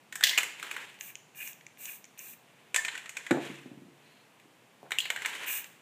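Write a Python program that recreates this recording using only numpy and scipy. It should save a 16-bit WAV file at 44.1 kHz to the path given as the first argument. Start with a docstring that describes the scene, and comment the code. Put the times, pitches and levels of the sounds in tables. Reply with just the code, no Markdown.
"""Spray painting at a table

In a small room, close to the microphone, cans are picked up, swung and tapped: they clack as noise-struck
resonances with a ringing shell, rims clank and rub, and paint swishes as a fizz of noise grains.
The nozzle clicks in cap resonances and gives five short hisses of filtered, sputtering noise.
One can is put down with a thump of ringing board modes, the table bumps after it, and a can is picked up again."""
import sys
import numpy as np
from scipy import signal
from scipy.fft import rfft, irfft, next_fast_len
from scipy.io import wavfile
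from scipy.ndimage import uniform_filter1d

SR = 44100
rng = np.random.default_rng(int(sys.argv[2]) if len(sys.argv) > 2 else 0)


def unload_audio(sound):
    """Save the sound as a 16-bit wav file, at the path given as the first command line argument."""
    columns = np.transpose(np.atleast_2d(sound))
    # keep every value between -1 and 1, then stretch to whole-number steps
    steps = np.round(np.clip(columns, -1, 1) * 32767)
    wavfile.write(sys.argv[1], SR, steps.astype(np.int16))


N = 256220
T = np.arange(N) / SR  # seconds
HIT_T = T[:SR // 2]  # the half second given to one blow

# Spray bursts. Each row: start in seconds, length in seconds, flow level in dB, cap resonance in dB over the flow,
# dB by which the finger eases off at both ends, time in seconds when a clot passes.
SPRAYS = [(0.989, 0.14, -44, -6, 19, 1.1), (1.348, 0.18, -40.5, -3, 12.5, 1.422),
          (1.773, 0.22, -40.5, -6, 19, 1.888), (2.176, 0.16, -44.5, -6.5, 1.5, 2.2),
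          (5.459, 0.15, -31, -4, 8, 5.487)]


def undb(db):
    """Decibels to gain."""
    return 10 ** (np.asarray(db) / 20)


def unit(x):
    """Scale to rms 1."""
    return x / np.sqrt(np.mean(x ** 2))


def unit_hit(x):
    """Scale a blow so that its loudest 3 ms have rms 1."""
    return x / np.sqrt(uniform_filter1d(x ** 2, size=132).max())


def add(track, s, x):
    """Mix a sound into the track at time s."""
    start = int(s * SR)
    track[start:start + len(x)] += x[:N - start]


def lowpass(x, hz):
    """Take off the treble above a corner, 12 dB per octave."""
    return signal.sosfilt(signal.butter(2, hz, fs=SR, output="sos"), x)


def colour(x, points):
    """Causal minimum-phase filter with a (Hz, dB) response."""
    size = 2 * next_fast_len(len(x) // 2 + 2048, True)
    hz, db = np.transpose(points)
    bin_hz = np.arange(size // 2 + 1) * SR / size
    log_gain = np.log(undb(np.interp(np.log(bin_hz + 1), np.log(hz), db)))
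    # folding the cepstrum onto positive time makes the filter causal
    cepstrum = irfft(log_gain)
    cepstrum[1:size // 2] *= 2
    cepstrum[size // 2 + 1:] = 0
    response = np.exp(rfft(cepstrum))
    return irfft(rfft(x, size) * response)[:len(x)]


def resonate(x, modes):
    """Parallel resonances (Hz, width in Hz, dB) of alternating sign."""
    out = 0
    for k, (hz, width, db) in enumerate(modes):
        b, a = signal.iirpeak(hz, hz / width, SR)
        out = out + (-1) ** k * undb(db) * signal.lfilter(b, a, x)
    return out


def ring(modes):
    """Free ringing of (Hz, dB, t60 in s) modes; each blow weights and detunes them anew."""
    hz, db, t60 = np.transpose(modes)[:, :, None]
    weight, detune = rng.standard_normal((2, len(modes), 1))
    phase = (2 * np.pi * hz * (1 + .003 * detune) * HIT_T).astype(np.float32)
    decay = np.exp(-np.log(1000) / t60 * HIT_T)
    return unit_hit(np.sum(undb(db + 1.5 * weight) * np.sin(phase) * decay, axis=0))


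def walk(rate):
    """Smooth random wander with a spread near 1, through a new value `rate` times a second."""
    knots = rng.standard_normal(4096)
    return np.interp(T * rate, np.arange(len(knots)), knots)


def contact(decay_s, scatter_db, scatter_s):
    """A hard contact chatters for a moment, then scatters off the things nearby."""
    t = HIT_T[:8192]
    envelope = np.exp(-t / decay_s) + undb(scatter_db) * np.exp(-t / scatter_s)
    return rng.standard_normal(len(t)) * envelope


def air():
    """Quiet, even room noise."""
    # Spectrum of the room noise. Each row: frequency in Hz, relative dB per Hz.
    air_spectrum = [(60, -7), (140, -5.5), (260, -8.5), (490, -11), (900, -11.5), (1300, -16),
                    (2700, -15.5), (5000, -27), (7400, -25.5), (15500, -34)]
    return unit(colour(rng.standard_normal(N), air_spectrum)) * undb(-61)


def motion():
    """How briskly the can moves: each swing builds up, holds and dies away."""
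    # Swings of a can, as paint washes about and the hand slides over it.
    # Each row: start of the hold in seconds, hold in seconds, level in dB.
    swing_rows = [(0.28, 0.2, -50), (0.632, 0.17, -45.5), (2.486, 0.31, -67.5), (2.932, 0.0093, -47),
                  (3.174, 0.23, -53), (3.439, 0.045, -45), (4.03, 0.18, -65.5), (4.403, 0.2, -77.5),
                  (5.035, 0.18, -53), (5.259, 0.2, -41)]
    rise_db_per_s, fall_db_per_s = 134.5, 82
    swings = []
    for s, hold, db in swing_rows:
        rise = rise_db_per_s * np.maximum(s - T, 0)
        fall = fall_db_per_s * np.maximum(T - s - hold, 0)
        swings.append(db - rise - fall)
    return undb(np.max(swings, axis=0))


def rolling(moving):
    """The rolling ball's light random clacks, whose level follows the motion of the can."""
    per_s, over_motion_db, centre_hz, tick_db = 14, 4.5, 2030, -5
    chance = rng.random((100, 3))
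    times = np.cumsum(0.5 + chance[:, 0]) / per_s
    moving_db = 20 * np.log10(np.interp(times, T, moving))
    levels = moving_db + over_motion_db + 6 * (chance[:, 1] - .5)
    resonances = centre_hz * 2 ** (.5 * (chance[:, 2] - .5))
    heard = (levels > -58) & (times < T[-1])
    return [(s, db, hz, tick_db) for s, db, hz in zip(times[heard], levels[heard], resonances[heard])]


def shaded(x, s):
    """Dull the top of a clack that sounds while a can is put away, off to the side."""
    away_from_s, away_to_s, away_hz = 2.6, 3.6, 10500
    if away_from_s < s < away_to_s:
        return lowpass(x, away_hz)
    return x


def clacks(moving):
    """Ball, can or fingers tap a can wall; paint damps most of the ring and shifts the main resonance."""
    # Clacks of the cans: the ball on the wall, a can tapped by another can or by fingers.
    # Each row: start in seconds, level in dB before the trims below, wall resonance in Hz,
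    # bright tick in dB relative to the wall.
    clack_rows = [ (0.1245, -33, 1800, -6.5), (0.1553, -30, 1680, 0.5), (0.2087, -26.5, 1720, -8.5),
                  (0.2278, -25.5, 1720, -12), (0.3112, -25.5, 2160, -10), (0.33, -27, 2130, -20),
                  (0.3762, -12.5, 2470, -9.5), (0.3835, -17, 2540, -1), (0.3866, -19.5, 2300, -17),
                  (0.4067, -26, 2300, -20), (0.4313, -23, 2290, -6), (0.597, -33.5, 2450, -11),
                  (0.6276, -27.5, 1580, -7.5), (0.7123, -27, 2410, -8.5), (0.7644, -27.5, 1600, -14.5),
                  (2.7441, -18.5, 2410, -4.5), (2.7609, -16, 2300, 1), (2.8486, -22.5, 2450, -7.5),
                  (2.882, -25, 1980, -11), (2.9524, -29, 1970, -12), (2.9764, -31.5, 2230, -7),
                  (3.058, -37.5, 1950, -6), (3.0929, -33, 2470, 0), (3.1683, -28, 2290, -4.5),
                  (3.265, -31.5, 1970, -9.5), (3.3092, -18.5, 1510, -12), (4.3983, -51, 2350, -9),
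                  (4.907, -31.5, 1460, -8), (4.918, -19.5, 2170, -12), (4.9853, -14, 2820, -11),
                  (5.0032, -20, 3080, -11.5), (5.0543, -28, 2240, -12), (5.102, -17.5, 2200, -9),
                  (5.161, -26, 1740, -10), (5.173, -31, 1800, -23), (5.2199, -28.5, 1960, -10),
                  (5.2485, -25.5, 1904, -22), (5.2588, -19, 2160, -9.5)]
    # Damped modes of a filled can: low knock, wall, bright tick. Each row: frequency in Hz, width in Hz, level in dB.
    low_modes = [(467, 630, -8), (1000, 210, 3)]
    wall_modes = [(1609, 340, 2), (2294, 530, 1.5), (3036, 150, 1.5), (3480, 280, -3), (4140, 510, -9)]
    tick_modes = [(6190, 1950, -5), (6600, 950, 1), (7800, 1100, -3.5), (11700, 1100, -9.5),
                  (13800, 4800, -14)]
    # Lasting modes of the steel shell. Each row: frequency in Hz, mean level in dB, t60 in seconds.
    shell_modes = [(1808, -2, 0.4), (1926, -3, 0.22), (2186, -7, 0.51), (2550, -9, 0.14), (3100, -11.5, .3),
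                   (3480, -13, 0.27), (4580, -14.5, 0.24), (7070, -5, 0.23), (7250, -10.5, .2),
                   (8050, -1, 0.074)]
    # Shell ring after a clack, which a firm grip damps. Each row: time in seconds, level in dB before the trim below.
    shell_ring = [(0.16, 18), (0.4, 8), (0.7, 2), (2.75, 17), (3.0, 10.5), (4.92, -7), (5.26, -7)]
    # a blow on the soft side wall stirs low knock and all wall modes; on the stiff rim one resonance is left
    knock_db, other_walls_db = -16.5, -3
    rim_hz, rim_db_per_octave = 2414, 81
    near, far = np.zeros((2, N))
    for s, db, hz, tick_db in list(clack_rows) + rolling(moving):
        rim_db = rim_db_per_octave * max(np.log2(hz / rim_hz), 0)
        ring_db = np.interp(s, *np.transpose(shell_ring))
        # faint clacks are farther away, so more of them is room
        room_db = 2 - 0.12 * (db + 29.5)
        push = contact(decay_s=0.0028, scatter_db=-25.5, scatter_s=.014)
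        main = unit_hit(resonate(resonate(push, [(hz, 420, 0)]), [(hz, 800, 0)]))
        others = unit_hit(resonate(contact(0.0058, -18.5, .018), wall_modes))
        wall = unit_hit(main + undb(other_walls_db - rim_db) * others)
        low = unit_hit(lowpass(resonate(contact(0.0023, -21.0, 0.0033), low_modes), 1400))
        tick = unit_hit(resonate(contact(0.0034, -12.5, 0.029), tick_modes))
        mix = wall + undb(knock_db - rim_db) * low + undb(tick_db) * tick
        hit = shaded(undb(db - 4.5) * mix, s)
        add(near, s, hit)
        add(near, s, undb(db + ring_db - 33.0) * ring(shell_modes))
        add(far, s, undb(room_db) * hit)
    return near, far


def clanks():
    """Rim meets rim: a bright crack, then the crowded modes of two steel shells chatter and die away."""
    # Can striking can. Each row: start in seconds, level in dB, ring in dB relative to the crack.
    clank_rows = [(0.2374, -11, -12.5), (0.2697, -21.5, -12), (0.2939, -22.5, -25)]
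    # Colour of the clank. Each row: frequency in Hz, relative dB per Hz.
    steel = [(400, -31), (1000, -22.5), (1300, -28.5), (1750, 0.5), (2200, -6), (3300, 2), (4300, -4.5),
             (5300, -7), (6300, -6.5), (8000, -10), (10500, -18.5), (14500, -14)]
    out = np.zeros(N)
    for s, db, ring_db in clank_rows:
        crack = np.exp(-HIT_T / 0.0048)
        chatter_db = 1.6 * walk(220)[:len(HIT_T)]
        shells = undb(ring_db + chatter_db) * np.exp(-HIT_T / 0.046)
        noise = rng.standard_normal(len(HIT_T))
        add(out, s, undb(db) * unit_hit(colour(noise * (crack + shells), steel)))
    return out


def swish(moving):
    """Washing paint and sliding skin: a dense fizz of tiny impacts on the can wall."""
    # Spectrum of the fizz. Each row: frequency in Hz, relative dB per Hz.
    fizz = [(120, -46.5), (200, -35), (278, -12.5), (446, -8.5), (641, -15), (992, -6), (1230, -10),
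            (1650, -3), (2290, -2), (2470, -1), (3300, -6), (4920, -20.5), (7090, -16.5), (14400, -30),
            (15500, -37.5)]
    grains = rng.standard_normal(N) * undb(2.4 * rng.standard_normal(N))
    return moving * unit(colour(grains, fizz)) * undb(1.7 * walk(90))


def rubs():
    """Steel sticks and slips on steel; the dense slips feed one resonance of the shell."""
    # A rim rubs and sings briefly. Each row: start and length in seconds, pitch and width in Hz, level in dB.
    rub_rows = [(0.321, 0.058, 2100, 200, -40.5), (2.768, 0.038, 1774, 90, -32.5),
                (3.996, 0.28, 4120, 450, -74.5), (4.846, 0.028, 685, 615, -59),
                (4.927, 0.065, 2200, 255, -50), (4.992, 0.087, 4050, 500, -48.5)]
    out = np.zeros(N)
    for s, length, hz, width, db in rub_rows:
        slips = rng.standard_normal(len(HIT_T[:int(length * SR)]))
        song = resonate(resonate(slips, [(hz, width, 0)]), [(hz, 2 * width, 0)])
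        add(out, s, undb(db) * unit(song * signal.windows.tukey(len(slips), .5)))
    return out


def nozzle():
    """The plastic cap ticks as the valve is pressed and let go."""
    # Clicks of the nozzle under the finger. Each row: start in seconds, level in dB before a common 4 dB cut,
    # bright tick in dB relative to the cap.
    clicks = [(1.0096, -31, 0), (1.1545, -33, -1), (1.4753, -36.5, 2), (1.5313, -46, 2.5),
              (1.6097, -46.5, -23), (1.6663, -37.5, -4), (1.8552, -39.5, 8), (2.0425, -44.5, 2.5),
              (2.0527, -53, 6), (2.1916, -44, 10.5), (5.6431, -38, -1)]
    # Bright modes of the cap. Each row: frequency in Hz, width in Hz, level in dB.
    tick_modes = [(5890, 1100, 17.5), (6900, 1940, 18), (12400, 4900, -8)]
    cap_hz, cap_spread = 2510, 0.085  # the spread is a share of the pitch, drawn anew for each click
    # the valve also ticks as each burst starts
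    presses = [(burst[0], -47.5, -16) for burst in SPRAYS]
    out = np.zeros(N)
    for s, db, tick_db in list(clicks) + presses:
        hz = cap_hz * (1 + cap_spread * rng.standard_normal())
        push = contact(decay_s=0.0018, scatter_db=-47.5, scatter_s=0.0071)
        cap = unit_hit(resonate(push, [(hz, 550, 0), (1700, 400, -9)]))
        tick = unit_hit(resonate(push, tick_modes))
        add(out, s, undb(db - 4) * (cap + undb(tick_db) * tick))
    return out


def valve_opening(start, length, ease_db):
    """The valve snaps open, follows the arch of the finger's pressure and closes."""
    open_s, close_s, flatness = 0.0056, 0.013, 3.3
    t = np.maximum(T - start, 0)
    off_centre = np.abs(2 * np.minimum(t / length, 1) - 1)
    arch = undb(-ease_db * off_centre ** flatness)
    return (1 - np.exp(-t / open_s)) * arch * np.exp(-np.maximum(t - length, 0) / close_s)


def spray():
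    """The jet hisses high up and rushes on the paper; sputtering paint sounds the resonances of the cap."""
    # Spectrum of the jet. Each row: frequency in Hz, relative dB per Hz.
    jet_spectrum = [(2060, -49), (3500, -14), (4870, -26.5), (5830, -15), (6320, -10), (7160, -11),
                    (7960, -7.5), (8850, -9), (10300, -14.5), (11900, -10.5), (13900, -1.5), (14800, -8),
                    (15500, 0)]
    clot_db, clot_width_s = 8, 0.017  # a clot of paint makes the cap sputter harder for a moment
    sputter_power = 0.79  # sputter grows more slowly than the flow, so a half-open valve spits more
    flow, sputter = np.zeros((2, N))
    for start, length, db, cap_db, ease_db, clot_s in SPRAYS:
        opening = valve_opening(start, length, ease_db)
        clot = np.exp(-((T - clot_s) / clot_width_s) ** 2)
        flow += undb(db) * opening
        sputter += undb(db + cap_db + clot_db * clot) * opening ** sputter_power
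    jet = unit(colour(rng.standard_normal(N), jet_spectrum)) * undb(2.5 + 1.35 * walk(140))
    cap = resonate(rng.standard_normal(N), [(1684, 170, -2.5), (2423, 144, 3.0), (2830, 130, -0.5)])
    cap = unit(resonate(cap, [(2570, 1900, 0)])) * undb(-7.0 + 1.9 * walk(180))
    paper = unit(resonate(rng.standard_normal(N), [(970, 480, 0)]))
    return flow * (jet + undb(-26.5) * paper) + sputter * cap


def rocking(count):
    """The table rocks to rest: each dull bump comes sooner and weaker than the one before."""
    first_s, gap_s, gap_ratio = 3.714, 0.059, 0.78
    first_db, fade_db, bright_db = -40, 3, -28
    gaps = gap_s * gap_ratio ** np.arange(count)
    return [(first_s + gaps[:k].sum(), first_db - k * fade_db, bright_db) for k in range(count)]


def thumps():
    """A can leaves or meets the table: a short thud, a rattle of loose things; a duller one rings the board more."""
    # Thumps and dull knocks as cans are put down and picked up.
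    # Each row: start in seconds, thud level in dB, brightness in dB per decade around 270 Hz.
    thump_rows = [(3.309, -19, 8.5), (3.3123, -17.5, -14.5), (3.347, -27.5, 1), (3.372, -25.5, 8),
                  (3.499, -36.5, -24.5), (3.658, -40.5, -26), (4.455, -54, -11.5), (4.83, -40.5, 26.5)]
    # Spectrum of the thud before that tilt. Each row: frequency in Hz, relative dB per Hz.
    thud = [(60, -34), (120, -15), (190, -3), (270, 2), (350, -1), (440, -1.5), (540, -10), (720, -8.5),
            (1000, -20), (1600, -49), (3000, -60)]
    # Modes of the table top. Each row: frequency in Hz, mean level in dB, t60 in seconds.
    board_modes = [(140, 0.5, 0.84), (198, -2, 0.25), (264.4, -7, 0.38), (344, -1.5, 0.52),
                   (454, -6.5, 0.57), (554, -9, 0.44), (860, -21, 0.38)]
    out = np.zeros(N)
    for s, db, bright_db in list(thump_rows) + rocking(count=5):
        tilted = [(hz, d + bright_db * np.log10(hz / 270)) for hz, d in thud]
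        rattle = undb(-29.0) * rng.standard_normal(len(HIT_T)) * np.exp(-HIT_T / 0.016)
        push = signal.unit_impulse(len(HIT_T)) + rattle
        # the board swings a few times under the weight of the can
        push = push + undb(-1.5) * resonate(push, [(289.6, 55, 0.007)])
        add(out, s, undb(db) * unit_hit(colour(push, tilted)))
        add(out, s, undb(db - 13.0 - 0.09 * bright_db) * ring(board_modes))
    return out


def room(x):
    """Diffuse reflections that build up quickly and decay at a different pace in each band."""
    # Room decay. Each row: band centre in Hz, t60 in seconds, relative level in dB.
    decay_bands = [(200, 1, -8.5), (860, 0.38, 8.5), (2380, 0.57, -3), (4600, 0.57, 0), (8280, 0.55, -2),
                   (14220, 0.33, 2.5)]
    t = T[:SR]
    hz, t60, db = np.transpose(decay_bands)
    noise = rfft(rng.standard_normal(SR))
    log_hz = np.log(np.arange(SR // 2 + 1) + 1)
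    tail = 0
    for k, share in enumerate(np.eye(len(hz))):
        # neighbouring bands cross-fade along log frequency
        band = irfft(noise * np.interp(log_hz, np.log(hz), share))
        tail = tail + band * undb(db[k]) * np.exp(-np.log(1000) * t / t60[k])
    tail = tail * (1 - np.exp(-t / 0.0025))
    return signal.fftconvolve(x, tail / np.sqrt(np.sum(tail ** 2)))[:N]


def scene():
    """All sources near the microphone, with the room behind them."""
    moving = motion()
    floor = air()
    cans, cans_far = clacks(moving)
    rims = clanks() + rubs()
    wash, valve, hiss, table = swish(moving), nozzle(), spray(), thumps()
    send = undb(-9.0) * cans_far + undb(-8) * (rims + valve + table) + undb(-11.0) * hiss
    return (cans + rims + valve + hiss + table + wash + room(send) + floor)[None]


def record(dry):
    """The microphone loses the deep bass and the very top."""
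    bass_cut = signal.butter(6, 118, "high", fs=SR, output="sos")
    top_cut = signal.ellip(10, .2, 70, 15250, fs=SR, output="sos")
    return signal.sosfilt(top_cut, signal.sosfilt(bass_cut, dry))


dry = scene()
out = record(dry)
unload_audio(out)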